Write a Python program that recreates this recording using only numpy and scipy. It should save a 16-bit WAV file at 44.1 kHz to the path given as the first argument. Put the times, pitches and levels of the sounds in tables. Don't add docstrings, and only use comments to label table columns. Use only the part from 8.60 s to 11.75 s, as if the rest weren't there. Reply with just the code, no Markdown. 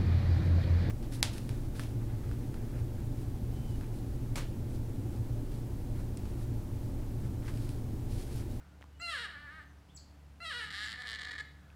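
import sys
import numpy as np
from scipy import signal
from scipy.fft import rfft, irfft
from scipy.io import wavfile

SR = 44100
rng = np.random.default_rng(int(sys.argv[2]) if len(sys.argv) > 2 else 0)


def level_to_linear(level):
    exponent = np.asarray(level, float) / 20
    return 10 ** exponent


def transcribe(u):
    v = np.clip(np.atleast_2d(u).T, -1, 1)
    q = np.round(v * 32767).astype(np.int16)
    wavfile.write(sys.argv[1], SR, q)


N = 138915


def rms_one(x):
    return x / np.sqrt(np.mean(x ** 2) + 1e-20)


def drift(rate_hz):
    r = np.exp(-80 * np.pi * rate_hz / SR)
    noise = rng.standard_normal(N // 40 + 2002)
    slow = signal.lfilter([1], [1, -2 * r, r * r], noise)[2000:]
    return np.interp(np.arange(N) / 40, np.arange(len(slow)), rms_one(slow))


def resonate(x, hz, width_hz):
    r = np.exp(-np.pi * width_hz / SR)
    top = [(1 - r * r) / 2, 0, (r * r - 1) / 2]
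    bottom = [1, -2 * r * np.cos(2 * np.pi * hz / SR), r * r]
    return signal.lfilter(top, bottom, x + 1e-18)


# f/Hz, level/dB
AIR_COLOUR = [(15, -59), (25, -12), (89, 3), (227, -15.5), (289, -3), (340, -14.5), (762, -14.5),
              (1410, -19.5), (15500, -39.5)]


def air():
    level_db = -67
    hz, db = np.transpose(AIR_COLOUR)
    f = np.arange(N // 2 + 1) * SR / N + 1
    colour = level_to_linear(np.interp(np.log(f), np.log(hz), db))
    scale = np.sqrt(np.sum(colour[f > 300] ** 2) * 2 / N)
    noise = irfft(rfft(rng.standard_normal(N)) * colour, N) / scale
    return level_to_linear(level_db + 0.11 * drift(14.0)) * noise


# t/s, level/dB
CAR_LEVELS = [
    (0, -68),
    (.2, -80),
    (1.2, -89),
    (2.8, -87),
    (3.0, -73),
    (3.15, -70),
]


def cars():
    s, db = np.transpose(CAR_LEVELS)
    roar = rms_one(resonate(rng.standard_normal(N), 1410, 220))
    return level_to_linear(np.interp(np.arange(N) / SR, s, db)) * roar


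# f/Hz, level/dB (rms), wobble/dB
MOTOR_TONES = [(71.7, -57, 2.0), (143.4, -68, 4.0), (180, -70, 4.0), (218, -77, 4.0), (287, -69, 1.5)]


def drone():
    throb_s, throb_top_s, throb_db, throb_from_s = .645, .88, 9, .8
    t = np.arange(N) / SR
    turns = np.cumsum(1 + 0.00973 * drift(2.41)) / SR
    throb = throb_db * (np.cos(2 * np.pi * (t - throb_top_s) / throb_s) - 1) / 2
    throb = throb - throb_db * np.clip((throb_from_s - t) * 10, 0, 1)
    out = 0
    for hz, db, wobble_db in MOTOR_TONES:
        phase = 2 * np.pi * (hz * turns + rng.random())
        level_db = db + 2.0 + wobble_db * drift(9.5) + throb * (hz > 250)
        out = out + level_to_linear(level_db) * np.sin(phase)
    return out


def wood(x):
    level_db, delay_s, low_t60_s, high_t60_s = -7.5, 0.0007, 0.56, .22
    t = np.arange(SR) / SR
    noise = rng.standard_normal(SR) * np.clip(t / delay_s, 0, 1)
    low = signal.sosfiltfilt(signal.butter(2, 6200, fs=SR, output="sos"), noise)
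    tail = low * level_to_linear(-60 * t / low_t60_s) + (noise - low) * level_to_linear(-60 * t / high_t60_s)
    tail = signal.sosfilt(signal.butter(1, 22000, fs=SR, output="sos"), tail)
    return level_to_linear(level_db) * signal.fftconvolve(x, tail / np.linalg.norm(tail))[:N]


# t/s, peak level/dB, ring f/Hz, time to fall 60 dB/s
TWIG_TICKS = [
    (.2115, -43, 630, 0.0074),
    (.2125, -52, 1900, .004),
    (.22, -45, 2940, 0.0037),
    (.2258, -41, 1900, 0.0059),
    (.241, -40, 1050, 0.0047),
    (.247, -61, 800, 0.0075),
    (1.759, -58, 2400, .004),
    (3.1025, -50, 2540, 0.0071),
]


def twigs():
    out = np.zeros(N)
    t = np.arange(1200) / SR
    for s, db, hz, t60_s in TWIG_TICKS:
        ring = np.sin(2 * np.pi * hz * t)
        crack = level_to_linear(-7.5) * signal.lfilter([.3], [1, -.8], rng.standard_normal(len(t)))
        fade = np.clip(t / 0.000088, 0, 1) * level_to_linear(db - 60 * t / t60_s)
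        start = int(s * SR)
        out[start:start + len(t)] += (ring + crack) * fade
    return out


def whistle(start, s, hz, db, overtone_db):
    t = np.arange(N) / SR - start
    phase = 2 * np.pi * np.cumsum(np.interp(t, s, hz)) / SR
    edge = np.clip(np.minimum(t, s[-1] - t) / 0.002, 0, 1)
    tone = np.sin(phase) + level_to_linear(overtone_db) * np.sin(2 * phase)
    return edge * level_to_linear(np.interp(t, s, db) + 5) * tone


# t/s from its start, f/Hz, level/dB
CHIP_PATH = [
    (0, 7600, -8),
    (.005, 7870, -3),
    (.012, 7780, 0),
    (.019, 6900, 2),
    (.024, 5400, -4),
    (.030, 4500, 6),
    (.035, 3700, -10),
]
# t/s, level/dB, pitch factor
NEAR_CHIPS = [
    (.393, -61, .985),
    (1.347, -58, 1.0),
    (2.243, -61, .99),
]
# t/s, length/s, from f/Hz, to f/Hz, level/dB
FAR_SLURS = [
    (1.05, .08, 6700, 5800, -84),
    (1.178, .03, 6400, 4200, -82),
    (1.265, .03, 4300, 5400, -84),
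    (1.287, .025, 2700, 3700, -70),
    (.33, .05, 2980, 2900, -80),
]


def birds():
    out = 0
    s, hz, db = np.transpose(CHIP_PATH)
    for start, level_db, factor in NEAR_CHIPS:
        out = out + whistle(start, s, hz * factor, db + level_db, -21)
    for start, length, first, last, level_db in FAR_SLURS:
        path_s = [0, .6 * length, length]
        path_hz = [first, .3 * first + .7 * last, last]
        out = out + whistle(start, path_s, path_hz, [level_db - 6, level_db, level_db - 4], -40)
    return out


def tract(x, peaks, edges_hz):
    band = signal.butter(2, edges_hz, "band", fs=SR, output="sos")

    def shape(v):
        total = 0
        for k, (hz, width_hz, db) in enumerate(peaks):
            total = total + (-1) ** k * level_to_linear(db) * resonate(v, hz, width_hz)
        return signal.sosfilt(band, total)

    return shape(x) / np.linalg.norm(shape(signal.unit_impulse(4096)))


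def clicks(s, size):
    fine = np.zeros(N * 8)
    np.add.at(fine, (s * SR * 8).astype(int), size * 8)
    return signal.resample_poly(fine, 1, 8)


def sung(rows):
    s, hz, db, bright_db, rough = np.transpose(rows)
    t = np.arange(s[0], s[-1], 1 / SR)
    turns = np.cumsum(np.interp(t, s, hz)) / SR
    at = np.interp(np.arange(int(turns[-1]) + 1), turns, t)
    period = 1 / np.interp(at, s, hz)
    ring_db = np.interp(at, s, db) + 10 * np.log10(SR * period)
    snap_db = ring_db + np.interp(at, s, bright_db)
    return np.transpose([at, period, ring_db, snap_db, np.interp(at, s, rough)])


def creak(start, length, rate, snap_db, weak_db=0, change_db=0):
    k = np.arange(int(length * rate) + 1)
    snap = snap_db + weak_db * (k % 2) + change_db * k / max(k[-1], 1)
    ring = -23 + 0.27 * (snap + 36) + 2.5 * (start - 2.4)
    return np.transpose([start + k / rate, 1 / rate + 0 * k, ring, snap + 9, .11 + 0 * k])


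# t/s, f/Hz, level/dB, brightness/dB, roughness/0-1
FIRST_WHINE = [
    (.399, 658.6, -50, -12, 0),
    (.424, 698.2, -42.5, -5, 0),
    (.5, 673.7, -41, -1, 0.04),
    (.54, 589.4, -42.5, -4.5, 0.14),
    (.59, 470.8, -41, -5.5, 0.1),
    (.618, 480.5, -44.5, -3.5, 0.09),
    (.65, 416.1, -43.5, -6, 0.11),
    (.684, 358.4, -53, -9, 0.08),
    (.714, 321.6, -51, -10, 0.08),
]
SOFT_MOAN = [
    (.714, 319.8, -55, -6, 0.076),
    (0.763, 283.2, -51, -16, 0.046),
    (0.8, 295.2, -55.5, -11, 0.036),
    (0.853, 294.2, -53.5, -17, 0.086),
    (0.882, 280.2, -51.5, -20, 0.076),
    (.925, 312.3, -54.5, -12, 0.036),
    (0.978, 319, -53, -15.5, 0.064),
    (1.009, 291.8, -52, -18.5, 0.21),
    (1.041, 268, -76, 4, 0.089),
]
SECOND_WHINE = [
    (1.803, 663.4, -49, -10, 0.02),
    (1.832, 699.7, -43.5, -7.5, 0.014),
    (1.857, 648.5, -41, -4, 0.017),
    (1.894, 641, -45, -1, 0.013),
    (1.936, 477.7, -42.5, -4, 0.061),
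    (1.984, 487.4, -40.5, -5, 0.041),
    (2.012, 443.8, -44.5, -4.5, 0.12),
    (2.048, 428.5, -43.5, -6, 0.15),
    (2.062, 425, -66, 6, 0.26),
]
LOW_GROWL = [
    (2.1468, 196.5, -44, -2.5, .07),
    (2.153, 197.9, -45, -1.5, .06),
    (2.207, 210.3, -44.5, -2, .05),
    (2.239, 215.2, -43.5, -2, .07),
    (2.2582, 209, -44.5, -5, .12),
]
# t/s, length/s, rate f/Hz, snap level/dB, weak closure level/dB
LIMPING_CREAK = [
    (2.0626, .03, 207, -39, -4),
    (2.1044, .0025, 500, -37, 0),
    (2.1103, .006, 175, -34, -1),
    (2.1258, .001, 260, -36, 0),
    (2.2749, .06, 224.5, -31, -13),
    (2.4722, .046, 225, -30, -13),
    (2.522, .002, 220, -36, 0),
    (2.5309, .034, 218, -31, -14),
]
# t/s, length/s, rate f/Hz, snap level/dB, change over burst/dB
CREAK_BURSTS = [(2.1296, .011, 190, -37, 3), (2.1374, .006, 190, -40, 1), (2.2612, .01, 215, -33, -8),
                (2.338, .005, 235, -40, -5), (2.3585, .002, 240, -38, 0), (2.3746, .041, 248, -47, 7),
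                (2.4205, .005, 230, -34, -7), (2.4346, .009, 245, -41, -2), (2.451, .018, 245, -43, 4),
                (2.588, .009, 248, -38, 0), (2.6058, .013, 250, -43, 10), (2.6311, .005, 228, -35, 1),
                (2.6488, .005, 240, -34, 2), (2.6646, .009, 247, -42, 5), (2.6847, .013, 245, -40, 0),
                (2.7087, .011, 480, -40, 3), (2.7307, .01, 215, -39, -2), (2.7524, .011, 200, -41, -4),
                (2.781, .01, 212, -37, 0), (2.798, .013, 425, -36, -6)]


def closures():
    runs = [sung(rows) for rows in (FIRST_WHINE, SOFT_MOAN, SECOND_WHINE, LOW_GROWL)]
    runs += [creak(*row[:4], weak_db=row[4]) for row in LIMPING_CREAK]
    runs += [creak(*row[:4], change_db=row[4]) for row in CREAK_BURSTS]
    return np.vstack(runs).T


# f/Hz, width/Hz, level/dB
WHINE_THROAT = [(545, 1200, -19), (1231, 89, -1.5), (1677, 161, 5), (2220, 690, -8)]
GROWLING_THROAT = [(800, 93, -15.5), (1224, 78, -4.5), (1720, 128, 8), (2060, 294, 1.5)]
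CREAK_THROAT = [(500, 145, -19), (749.4, 56, -16), (1199.5, 173, -10.5), (1733, 115, 8), (2062, 590, -1)]
# f/Hz, width/Hz, level/dB
MOUTH_OPENING = [(2780, 300, 2), (3300, 300, -14), (4150, 250, 2), (4800, 400, -24)]
MOUTH_OPEN = [(2948, 260, 2), (3280, 250, 2), (3830, 740, -0.5), (4490, 550, 0.5), (4980, 730, -4),
              (5820, 140, -12)]
MOUTH_CREAKING = [(2750, 500, -3), (3900, 2000, 2)]
# f/Hz, width/Hz, level/dB
EARLY_HISS = [(6900, 1000, -2), (8100, 1400, 0), (9400, 900, -1), (10850, 700, -3), (13200, 2200, -4)]
CLOSED_HISS = [(6244, 770, -8), (7360, 660, -1), (8440, 1160, -6.5), (10000, 960, -9), (12000, 1500, -13)]
# lower f/Hz, upper f/Hz
VOICE_BANDS = [(250, 1850), (2300, 4740), (6000, 10340)]
MOUTH_OPEN_AT = [
    .505,
    1.86,
]


def porcupine():
    s, period, ring_db, snap_db, rough = closures()
    tight, tired, closing = s > 2.06, s > 2.335, s > 2.525
    opening = 0
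    for end in MOUTH_OPEN_AT:
        opening = opening + np.clip((end - s) / .04, 0, 1) * (s > end - .2)
    hiss_db = snap_db + np.where(tired, -17, np.where(tight, -17.5, -18))

    rough = np.clip(rough, 0, 1)
    chance = rng.standard_normal((len(s), 3))
    s = s + .08 * rough * period * chance[:, 0]
    ring = level_to_linear(ring_db + rough * 6 * chance[:, 1])
    snap_shake_db = rough * 9 * chance[:, 2]
    snap, hiss = level_to_linear(snap_db + snap_shake_db), level_to_linear(hiss_db + snap_shake_db)

    throat_stages = ((~tight, WHINE_THROAT), (tight & ~tired, GROWLING_THROAT), (tired, CREAK_THROAT))
    mouth_stages = ((opening, MOUTH_OPENING), (~tight * (1 - opening), MOUTH_OPEN), (tight, MOUTH_CREAKING))
    hiss_stages = ((~closing, EARLY_HISS), (closing, CLOSED_HISS))
    parts = ((ring, -24, throat_stages), (snap, -10, mouth_stages), (hiss, 8, hiss_stages))

    noise = rng.standard_normal(N)
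    puff = np.exp(-np.arange(600) / 110.0) / 7.4
    out = 0
    for (size, breath_db, stages), edges_hz in zip(parts, VOICE_BANDS):
        for when, peaks in stages:
            breath = noise * signal.oaconvolve(clicks(s, when * size * np.sqrt(rough)), puff)[:N]
            source = clicks(s, when * size) + level_to_linear(breath_db) * breath
            out = out + tract(source, peaks, edges_hz)
    return out


def scene():
    background = air() + cars() + drone()
    song, cry = birds(), porcupine()
    echo = wood(cry + level_to_linear(6) * song)
    return (background + echo + twigs() + song + cry)[None]


def low_pass(x):
    return signal.sosfilt(signal.butter(12, 15680, fs=SR, output="sos"), x)


def record(dry):
    return low_pass(dry)


dry = scene()
out = record(dry)
transcribe(out)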